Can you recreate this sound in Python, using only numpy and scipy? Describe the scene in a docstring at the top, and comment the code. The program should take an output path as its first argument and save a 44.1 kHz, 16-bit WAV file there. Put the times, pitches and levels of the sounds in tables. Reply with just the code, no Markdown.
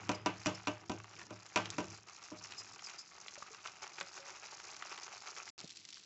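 """Chutney in a frying pan

Thick chutney bubbles and sizzles over a gas flame in a small kitchen: clumped noise bursts over steady hiss.
Brisk spatula strokes rumble and rock the pan, whose ringing modes knock on the burner grate.
Then the spatula rests and the sauce boils and spits, with squealing steam jets and hollow bubble notes.
After a short silence the sauce is heard reduced, with a drier, sparser crackle."""
import sys
import numpy as np
from scipy import signal
from scipy.fft import rfft, irfft
from scipy.io import wavfile

SR = 44100
rng = np.random.default_rng(int(sys.argv[2]) if len(sys.argv) > 2 else 0)


def generate_wav(sig):
    """Save sig (samples, or channels by samples) to the path in sys.argv[1] as 16-bit PCM at SR."""
    pcm = np.round(np.clip(np.atleast_2d(sig).T, -1, 1) * 32767).astype(np.int16)
    wavfile.write(sys.argv[1], SR, pcm)


N = 266893
TIME = np.arange(N) / SR
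SILENCE_START_S, SILENCE_END_S = 5.503, 5.579


def from_db(db):
    """Decibels to gain."""
    return 10 ** (np.asarray(db) / 20)


def rms_one(x):
    """Scale to rms 1."""
    return x / np.sqrt(np.mean(x ** 2) + 1e-20)


def at_hz(points, hz):
    """Read a table on a log-frequency axis."""
    table_hz, values = np.transpose(points)
    return np.interp(np.log(hz), np.log(table_hz), values)


def passed(x, hz, kind, order=2):
    """Butterworth filter."""
    return signal.sosfilt(signal.butter(order, hz, kind, fs=SR, output="sos"), x + 1e-18)


def drift(per_s):
    """Smooth chance with spread 1, heading for a new random value per_s times a second."""
    knots = rng.standard_normal(int(per_s * N / SR) + 2)
    return rms_one(np.interp(TIME * per_s, np.arange(len(knots)), knots))


def ring(x, hz, t60):
    """Resonator: a unit click sets a sine of height 1 ringing, 60 dB down after t60 seconds."""
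    radius = from_db(-60 / (t60 * SR))
    angle = 2 * np.pi * hz / SR
    return signal.lfilter([0, np.sin(angle)], [1, -2 * radius * np.cos(angle), radius ** 2], x + 1e-18)


def fade(t, t60):
    """Exponential decay, 60 dB down after t60 seconds."""
    return np.exp(-np.log(1000) * t / t60)


def swell(start, end, attack, release):
    """Rise towards start, hold until end, then fall away."""
    before = np.maximum(start - TIME, 0) / attack
    after = np.maximum(TIME - end, 0) / release
    return np.exp(-before ** 2 - after ** 2)


def add(track, s, sound):
    """Mix a sound in at time s."""
    at = max(round(s * SR), 0)
    track[at:at + len(sound)] += sound[:N - at]


def thirds(spectrum):
    """Third-octave bands over a spectrum: (low edge, high edge, centre, gain)."""
    half_band = 2 ** (1 / 6)
    centres = 1000 * 2 ** (np.arange(-15, 10) / 3)
    inside = centres[(centres >= spectrum[0][0]) & (centres <= spectrum[-1][0] * half_band)]
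    return [(hz / half_band, hz * half_band, hz, from_db(at_hz(spectrum, hz))) for hz in inside]


def coloured_noise(spectrum, t, t60s=None):
    """Noise of rms 1 in bands, each dying at its own pace if decay times are given."""
    out = 0
    for low, high, hz, gain in thirds(spectrum):
        band = gain * passed(rng.standard_normal(len(t)), [low, high], "band")
        if t60s is not None:
            band = band * fade(t, at_hz(t60s, hz))
        out = out + band
    return rms_one(out)


def coloured(x, spectrum, size=2048):
    """Give a sound a spectrum through a causal (minimum-phase) filter."""
    hz = np.fft.rfftfreq(size, 1 / SR) + 1   # +1 keeps the logarithm finite
    cepstrum = irfft(np.log(from_db(at_hz(spectrum, hz))))
    # folding the cepstrum forward makes the filter minimum-phase
    cepstrum[1:size // 2] *= 2
    cepstrum[size // 2 + 1:] = 0
    return signal.fftconvolve(x, irfft(np.exp(rfft(cepstrum))))[:len(x)]


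def gas_flame(level_db=-71.5):
    """The burning gas is turbulent: steady coloured noise."""
    # colour of the flame: (frequency [Hz], relative level [dB per Hz])
    flame_colour = [(40, -5.5), (100, 0), (180, 0), (300, -11.5), (800, -8), (2500, -7.5), (8000, -25.5)]
    return from_db(level_db) * coloured_noise(flame_colour, TIME)


def drag(boom_hz=106):
    """Rubbing shakes the pan and keeps the stove top booming at its lowest mode; the boil does so faintly."""
    # spells of stirring: (start [s], end [s], rumble level [dB])
    stirs = [(0, 0.363, -59.5), (0.696, 0.994, -66), (1.186, 1.33, -64.5), (1.614, 1.921, -60),
             (2.38, 2.723, -70), (5.597, 5.64, -68)]
    # colour of the rumble: (frequency [Hz], relative level [dB per Hz])
    rumble_colour = [(30, -31.5), (60, -10.5), (105, -5), (140, -6), (185, 5.5), (240, -15.5), (330, 4.5),
                     (600, -20), (1200, -18)]
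    attack_s, release_s = .05, 0.052
    resting = from_db(-76.5)   # the boil alone shakes the pan
    stirring_boom_db, resting_boom_db = -.5, -9.5   # relative to the rumble

    spells = [from_db(db) * swell(start, end, attack_s, release_s) for start, end, db in stirs]
    stirring = np.max(spells, axis=0)
    rumble = np.hypot(stirring, resting) * coloured_noise(rumble_colour, TIME)

    boom = rms_one(ring(rng.standard_normal(N), boom_hz, t60=.45))
    full_pan = TIME < SILENCE_START_S   # stirring the reduced sauce adds no boom
    stirring_boom = from_db(stirring_boom_db) * stirring * full_pan
    resting_boom = from_db(resting_boom_db) * resting
    return rumble + (stirring_boom + resting_boom) * boom


def tear(hz, width, t60):
    """A film of sauce rips: a brief rush of air, loudest around the pitch of its cavity."""
    t = TIME[:SR // 20]
    edges = [hz / (1 + width), min(hz * (1 + width), SR / 3)]
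    return passed(rng.standard_normal(len(t)) * fade(t, t60), edges, "band", order=1)


def bursts(per_s, spectrum, low_hz, high_hz, width, top_t60, spread_db, count=200):
    """Steam pockets burst in clumps, a few large among many small, each dealt one of many random tears."""
    clump_db = 3.3   # spread of the burst rate around per_s
    chance = rng.random(N)
    born = np.flatnonzero(chance < per_s * from_db(clump_db * drift(70)) / SR)

    size = np.minimum(rng.exponential(1, N), 3.6)
    sign = rng.choice([-1, 1], N)
    heights = from_db(spread_db * size) * sign / np.sqrt(per_s)   # a faster rate is no louder by itself

    shapes = []
    for hz in np.geomspace(low_hz, high_hz, count):
        t60 = top_t60 * (high_hz / hz) ** 0.32   # lower cavities last longer
        shapes.append(np.sqrt(hz) * rms_one(tear(hz, width, t60)))
    dealt = rng.integers(0, count, N)

    out = np.zeros(N)
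    for i in born:
        add(out, i / SR, heights[i] * shapes[dealt[i]])
    return rms_one(coloured(out, spectrum))


def sauce(bubbling_trim_db=-0.5, sizzle_trim_db=1.0):
    """Large pockets burst in the depth of the sauce, tiny ones fizz at its edge; reduced sauce mostly crackles."""
    # vigour of the boil, which lulls where fresh sauce covers the hot metal:
    # (time [s], bubbling level before trim [dB], sizzle level before trim [dB])
    boil = [(0, -54, -61.5), (.22, -61, -73), (.42, -55.5, -58.5), (.85, -63, -68.5), (1.05, -63.5, -64),
            (1.5, -60.5, -62), (1.7, -54, -57.5), (1.93, -58.5, -60), (2.02, -70.5, -68), (2.13, -62, -60),
            (2.7, -57, -60.5), (2.96, -58.5, -60.5), (3.08, -71, -66), (3.15, -58.5, -60.5),
            (3.75, -59, -60), (4.1, -58.5, -58), (4.85, -54.5, -56), (5.5, -57, -57)]
    # a raft of bubbles collapses in one surge: (time [s], peak level before trims [dB])
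    surges = [(1.123, -59), (1.196, -57), (2.08, -56), (2.234, -53.5), (2.445, -55), (2.514, -54),
              (2.885, -60.5), (3.214, -57.5), (3.35, -55.5), (3.544, -57.5), (3.664, -50), (3.83, -49),
              (3.99, -52), (4.166, -54), (4.27, -58), (4.441, -55), (4.601, -54), (4.92, -53),
              (5.06, -56.5), (5.169, -58), (5.28, -54), (5.385, -52.5), (5.598, -52), (5.69, -53),
              (5.77, -52), (5.91, -55), (5.975, -55)]
    # colours of the bursts, the last for reduced sauce: (frequency [Hz], relative level [dB per Hz])
    bubbling_colour = [(120, -30.5), (260, -16), (370, 1.5), (520, -7), (800, 3.5), (1000, -0.5), (1250, 3),
                       (1800, -4), (2500, 1), (3300, -8.5), (4500, -16.5), (8000, -14.5)]
    sizzle_colour = [(1000, -24), (2000, -18), (3000, -14), (4000, -3.5), (5200, 0.5), (6600, 3),
                     (8000, -5.5)]
    crackle_colour = [(600, -18), (1500, -13), (2300, -3), (3000, -4.5), (4200, 2.5), (5500, 3), (8000, -2)]
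    surge_attack_s, surge_release_s, surge_sizzle_db = 0.016, 0.038, -3
    pops_per_s, fizz_per_s, rate_at_db = 1200, 1504, -55   # rates at that bubbling level, before clumping
    rate_follows = .4   # share of the bubbling level's swing that the rates follow
    reduced_db, reduced_per_s = -59, 700   # crackle between surges
    dies_db_per_s = 166   # the bubbling, once the sauce is reduced

    boil_s, bubbling_db, sizzle_db = np.transpose(boil)
    bubbling = np.interp(TIME, boil_s, bubbling_db)
    sizzle = np.interp(TIME, boil_s, sizzle_db)
    rate = from_db(rate_follows * (bubbling - rate_at_db))
    surge = sum(from_db(db) * swell(s, s, surge_attack_s, surge_release_s) for s, db in surges)

    pops = bursts(pops_per_s * rate, bubbling_colour, low_hz=460, high_hz=3480,
                  width=1.2, top_t60=0.0079, spread_db=5.0)
    fizz = bursts(fizz_per_s * rate, sizzle_colour, low_hz=2800, high_hz=6750,
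                  width=0.19, top_t60=0.0082, spread_db=5.5)
    crackle = bursts(reduced_per_s, crackle_colour, low_hz=1850, high_hz=6900,
                     width=0.42, top_t60=0.003, spread_db=4.5)

    drying_db = dies_db_per_s * np.maximum(TIME - SILENCE_END_S, 0)
    pops = pops * np.hypot(from_db(bubbling), surge) * from_db(bubbling_trim_db - drying_db)
    sizzle_surge = from_db(surge_sizzle_db) * surge
    fizz = fizz * np.hypot(from_db(sizzle), sizzle_surge) * from_db(sizzle_trim_db)
    crackle = crackle * np.hypot(from_db(reduced_db), surge)
    return pops + np.where(TIME < SILENCE_END_S, fizz, crackle)


def knocks(modes_db=-6.5, grate_db=-5.5, crack_db=13.0, click_db=17.0, thud_hz=640, tick_hz=3300):
    """Iron meets the pan, which touches down a second time; soft landings thud, hard ones clang and tick."""
    # pan knocks on the grate: (time [s], thud gain [dB], clang gain [dB], tick gain [dB], second contact delay
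    # [s], second contact relative level [dB])
    landings = [(0.0923, -33.5, -38, -36, 0.024, -7.5), (0.2604, -35.5, -33.5, -37, 0.0083, -8.5),
                (0.4593, -32, -41, -35.5, 0.0086, 0.5), (0.6719, -37, -36.5, -39, 0.0089, -6.5),
                (0.8961, -34.5, -49, -43, 0.021, -4.5), (1.3061, -45, -60.5, -55, 0.023, -8.5),
                (1.5597, -34.5, -30.5, -32, .014, -7), (1.7830, -35, -45.5, -42, 0.02, -5.5),
                (2.3168, -46, -82, -73, 0.022, -4)]
    # modes of the pan on the stove: (frequency before loading [Hz], relative level [dB], t60 [s])
    pan_modes = [(106.9, -5.5, 0.71), (185, -5.5, 0.4), (252, -0.5, 0.032), (295.2, 7, 0.11),
                 (322.8, -3.5, 0.32), (432, -2.5, 0.089), (612, 2, 0.25), (740, -1.5, 0.12),
                 (983, 7, 0.095), (1102, -7.5, 0.077), (1194, -2.5, 0.18), (1303, -7.5, 0.071),
                 (1388, 6.5, 0.038), (1540, -2.5, 0.18), (2030, -20, 0.14), (2244, -12, 0.2),
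                 (2449, 4.5, 0.049), (2660, -4, 0.11), (2700, -3, 0.1), (2930, -7, 0.18), (3425, -18, 0.14),
                 (4570, -15.5, 0.047), (5810, 3.5, 0.041)]
    # dense ring of the grate and hob: (frequency [Hz], relative level [dB per Hz])
    grate_colour = [(63, -15.5), (160, -1), (290, 9.5), (440, -4.5), (520, -3), (700, -4), (1000, -3.5),
                    (1800, -16.5), (2500, -12), (4200, -26), (6000, -17), (8000, -28.5)]
    # its decay: (frequency [Hz], t60 [s])
    grate_t60s = [(80, 0.54), (210, 0.12), (560, 0.24), (1470, 0.25), (3880, 0.34), (7500, 0.16)]

    out, t = np.zeros(N), TIME[:SR]
    for s, thud, clang, tick, after, second_contact_db in landings:
        # the sauce lies differently at every knock and loads each mode a little differently
        loads = 1 + 0.0034 * rng.standard_normal(len(pan_modes))
        rings = np.array([from_db(db) * np.sin(2 * np.pi * hz * load * t) * fade(t, t60)
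                          for (hz, db, t60), load in zip(pan_modes, loads)])
        # the second contact carries little of the pan's weight
        for delay, contact_db, weight in ((0, 0, 1), (after, second_contact_db, .35)):
            strengths = from_db(rng.normal(0, 1, len(pan_modes))) * rng.choice([-1, 1], len(pan_modes))
            modes = strengths @ rings
            click = from_db(click_db) * np.cos(2 * np.pi * tick_hz * t) * fade(t, 0.000099)
            scrape = passed(rng.standard_normal(len(t)), [450, 4000], "band", order=1)
            crack = from_db(crack_db) * scrape * fade(t, .022)
            grate = coloured_noise(grate_colour, t, grate_t60s) * np.sqrt(.045)   # rms about 1 over 20 ms
            hit = from_db(modes_db) * modes + from_db(grate_db) * grate + crack + click

            low = weight * from_db(thud) * passed(hit, thud_hz, "low")
            middle = from_db(clang) * passed(hit, [thud_hz, tick_hz], "band")
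            high = from_db(tick) * passed(hit, tick_hz, "high")
            # the middle is flipped so that neighbouring bands do not cancel where they cross
            add(out, s + delay, from_db(contact_db) * (low - middle + high))
    return out


def jets(waver=0.013, flutter_hz=210, flutter=0.52, hiss_db=-2.5):
    """Steam forces a narrow way out from under the sauce, whose edge flutters: a rough squeal plus hiss."""
    # wet sauce meets bare hot metal and a steam jet squeals:
    # (time [s], squeal level before its envelope [dB], nominal length [s], mean pitch [Hz])
    squeals = [(0.145, -49.5, 0.017, 4980), (0.545, -49.5, 0.016, 5280), (2.434, -54.5, 0.024, 5340),
               (2.575, -46.5, 0.037, 5070), (2.838, -48.5, 0.019, 5170), (2.859, -48, 0.02, 4870),
               (2.981, -48.5, 0.019, 4750), (2.988, -54, 0.036, 5240)]
    out, t = np.zeros(N), TIME[:SR // 5]
    opening = 1 + flutter * np.sin(2 * np.pi * flutter_hz * t)
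    for s, db, length, hz in squeals:
        age = t / length
        pitch = hz * (1 + waver * drift(900)[:len(age)])
        squeal = rms_one(opening * np.sin(2 * np.pi * np.cumsum(pitch) / SR))
        hiss = rms_one(passed(rng.standard_normal(len(age)), [4600, 7200], "band"))
        envelope = np.minimum(age * 5, 1) * np.exp(-age ** 4)
        add(out, s, from_db(db) * (squeal + from_db(hiss_db) * hiss) * envelope)
    return out


def spits(width=0.45, spray_db=-6.5, spray_t60=0.031, low_hz=550):
    """A big bubble snaps open and a longer, fine spray sounds with it."""
    # single loud spits: (time [s], peak level [dB], centre [Hz])
    loud_spits = [(1.001, -37.5, 970), (1.0432, -38.5, 1000), (1.165, -41, 2350), (1.194, -36, 1470),
                  (1.215, -38, 1600), (1.4634, -40, 6020), (1.657, -30, 2400), (1.7031, -25, 6000),
                  (1.9758, -39, 6800), (2.522, -33, 2690), (2.793, -37.5, 2380), (2.897, -33, 2560),
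                  (3.282, -31, 2500), (3.356, -37, 1580), (3.4265, -37, 1100), (3.546, -40.5, 1970),
                  (3.653, -38.5, 885), (3.673, -31.5, 3000), (4.011, -23.5, 1500), (4.44, -42.5, 1400),
                  (4.7653, -32.5, 6100), (4.8235, -31.5, 1210), (4.927, -34.5, 1450), (4.977, -35, 1650),
                  (5.08, -39, 1090), (5.3652, -38.5, 1900), (5.477, -37, 1450), (5.703, -41.5, 4300),
                  (5.760, -41, 4670), (5.851, -36, 4340), (5.8886, -35.5, 4500), (5.927, -38, 3580),
                  (5.971, -41.5, 2250)]
    out = np.zeros(N)
    for s, peak_db, hz in loud_spits:
        snap = tear(hz, width, t60=.007)
        spray = from_db(spray_db) * tear(hz, width, spray_t60)
        pop = passed(snap + spray, low_hz, "high")
        add(out, s, from_db(peak_db) * pop / np.abs(pop).max())
    return out


def plops(rise=0.36):
    """The note of an opening bubble climbs a little as its cavity shrinks."""
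    # big slow bubbles open with a hollow note: (time [s], peak level [dB], starting pitch [Hz], t60 [s])
    hollow_notes = [(3.377, -47, 592, 0.055), (3.424, -35.5, 1190, 0.027), (3.507, -53, 436, 0.096),
                    (4.011, -48, 548, 0.12), (4.195, -55, 540, 0.46), (4.285, -60, 537, 0.29)]
    out, t = np.zeros(N), TIME[:SR // 4]
    for s, db, hz, t60 in hollow_notes:
        cycles = hz * t * (1 + rise * t)   # pitch climbs by 2 * rise of itself per second
        add(out, s, from_db(db) * np.sin(2 * np.pi * cycles) * fade(t, t60))
    return out


def bumps():
    """The rubber blade lands on the metal with a short, dull thump: a fading, coloured noise burst."""
    # the spatula bumps softly on the pan bottom: (time [s], peak level [dB], t60 [s])
    soft_bumps = [(4.01, -50, 0.25), (5.612, -57, 0.13), (5.64, -38, 0.057)]
    # colour of the thump: (frequency [Hz], relative level [dB])
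    thump_colour = [(90, -10), (175, 11), (260, 2), (420, 1), (640, -1.5), (1000, -24), (2500, -16.5)]
    out, t = np.zeros(N), TIME[:SR // 3]
    for s, peak_db, t60 in soft_bumps:
        thump = coloured(rng.standard_normal(len(t)) * fade(t, t60), thump_colour)
        add(out, s, from_db(peak_db) * thump / np.abs(thump).max())
    return out


def kitchen(x, wet_db=-15.5, wall_hz=6000, t60=0.4):
    """Close, hard walls add a short diffuse tail: fading noise, dulled above wall_hz."""
    t = TIME[:SR // 2]
    tail = passed(rng.standard_normal(len(t)), wall_hz, "low", order=1)
    tail = tail * fade(t, t60) * (t > .004)   # 4 ms before the first reflection
    return x + from_db(wet_db) * signal.fftconvolve(x, tail / np.linalg.norm(tail))[:N]


def scene():
    """Everything sounds from the pan, close to the microphone; the flame hisses below."""
    cooking = kitchen(sauce() + jets() + spits() + plops())
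    mix = gas_flame() + drag() + cooking + knocks() + bumps()
    return mix[None]   # one channel


def record(dry, bass_hz=60, cutoff_hz=7650):
    """The microphone is thin in the bass and rounds the hardest peaks; sound drops out briefly; top is cut."""
    running = (TIME < SILENCE_START_S) | (TIME > SILENCE_END_S)
    thin = passed(dry, bass_hz, "high", order=3) * running
    rounded = .18 * np.tanh(thin / .18)
    steep_cut = signal.ellip(8, .5, 65, cutoff_hz, fs=SR, output="sos")
    return signal.sosfilt(steep_cut, rounded)


dry = scene()
out = record(dry)
generate_wav(out)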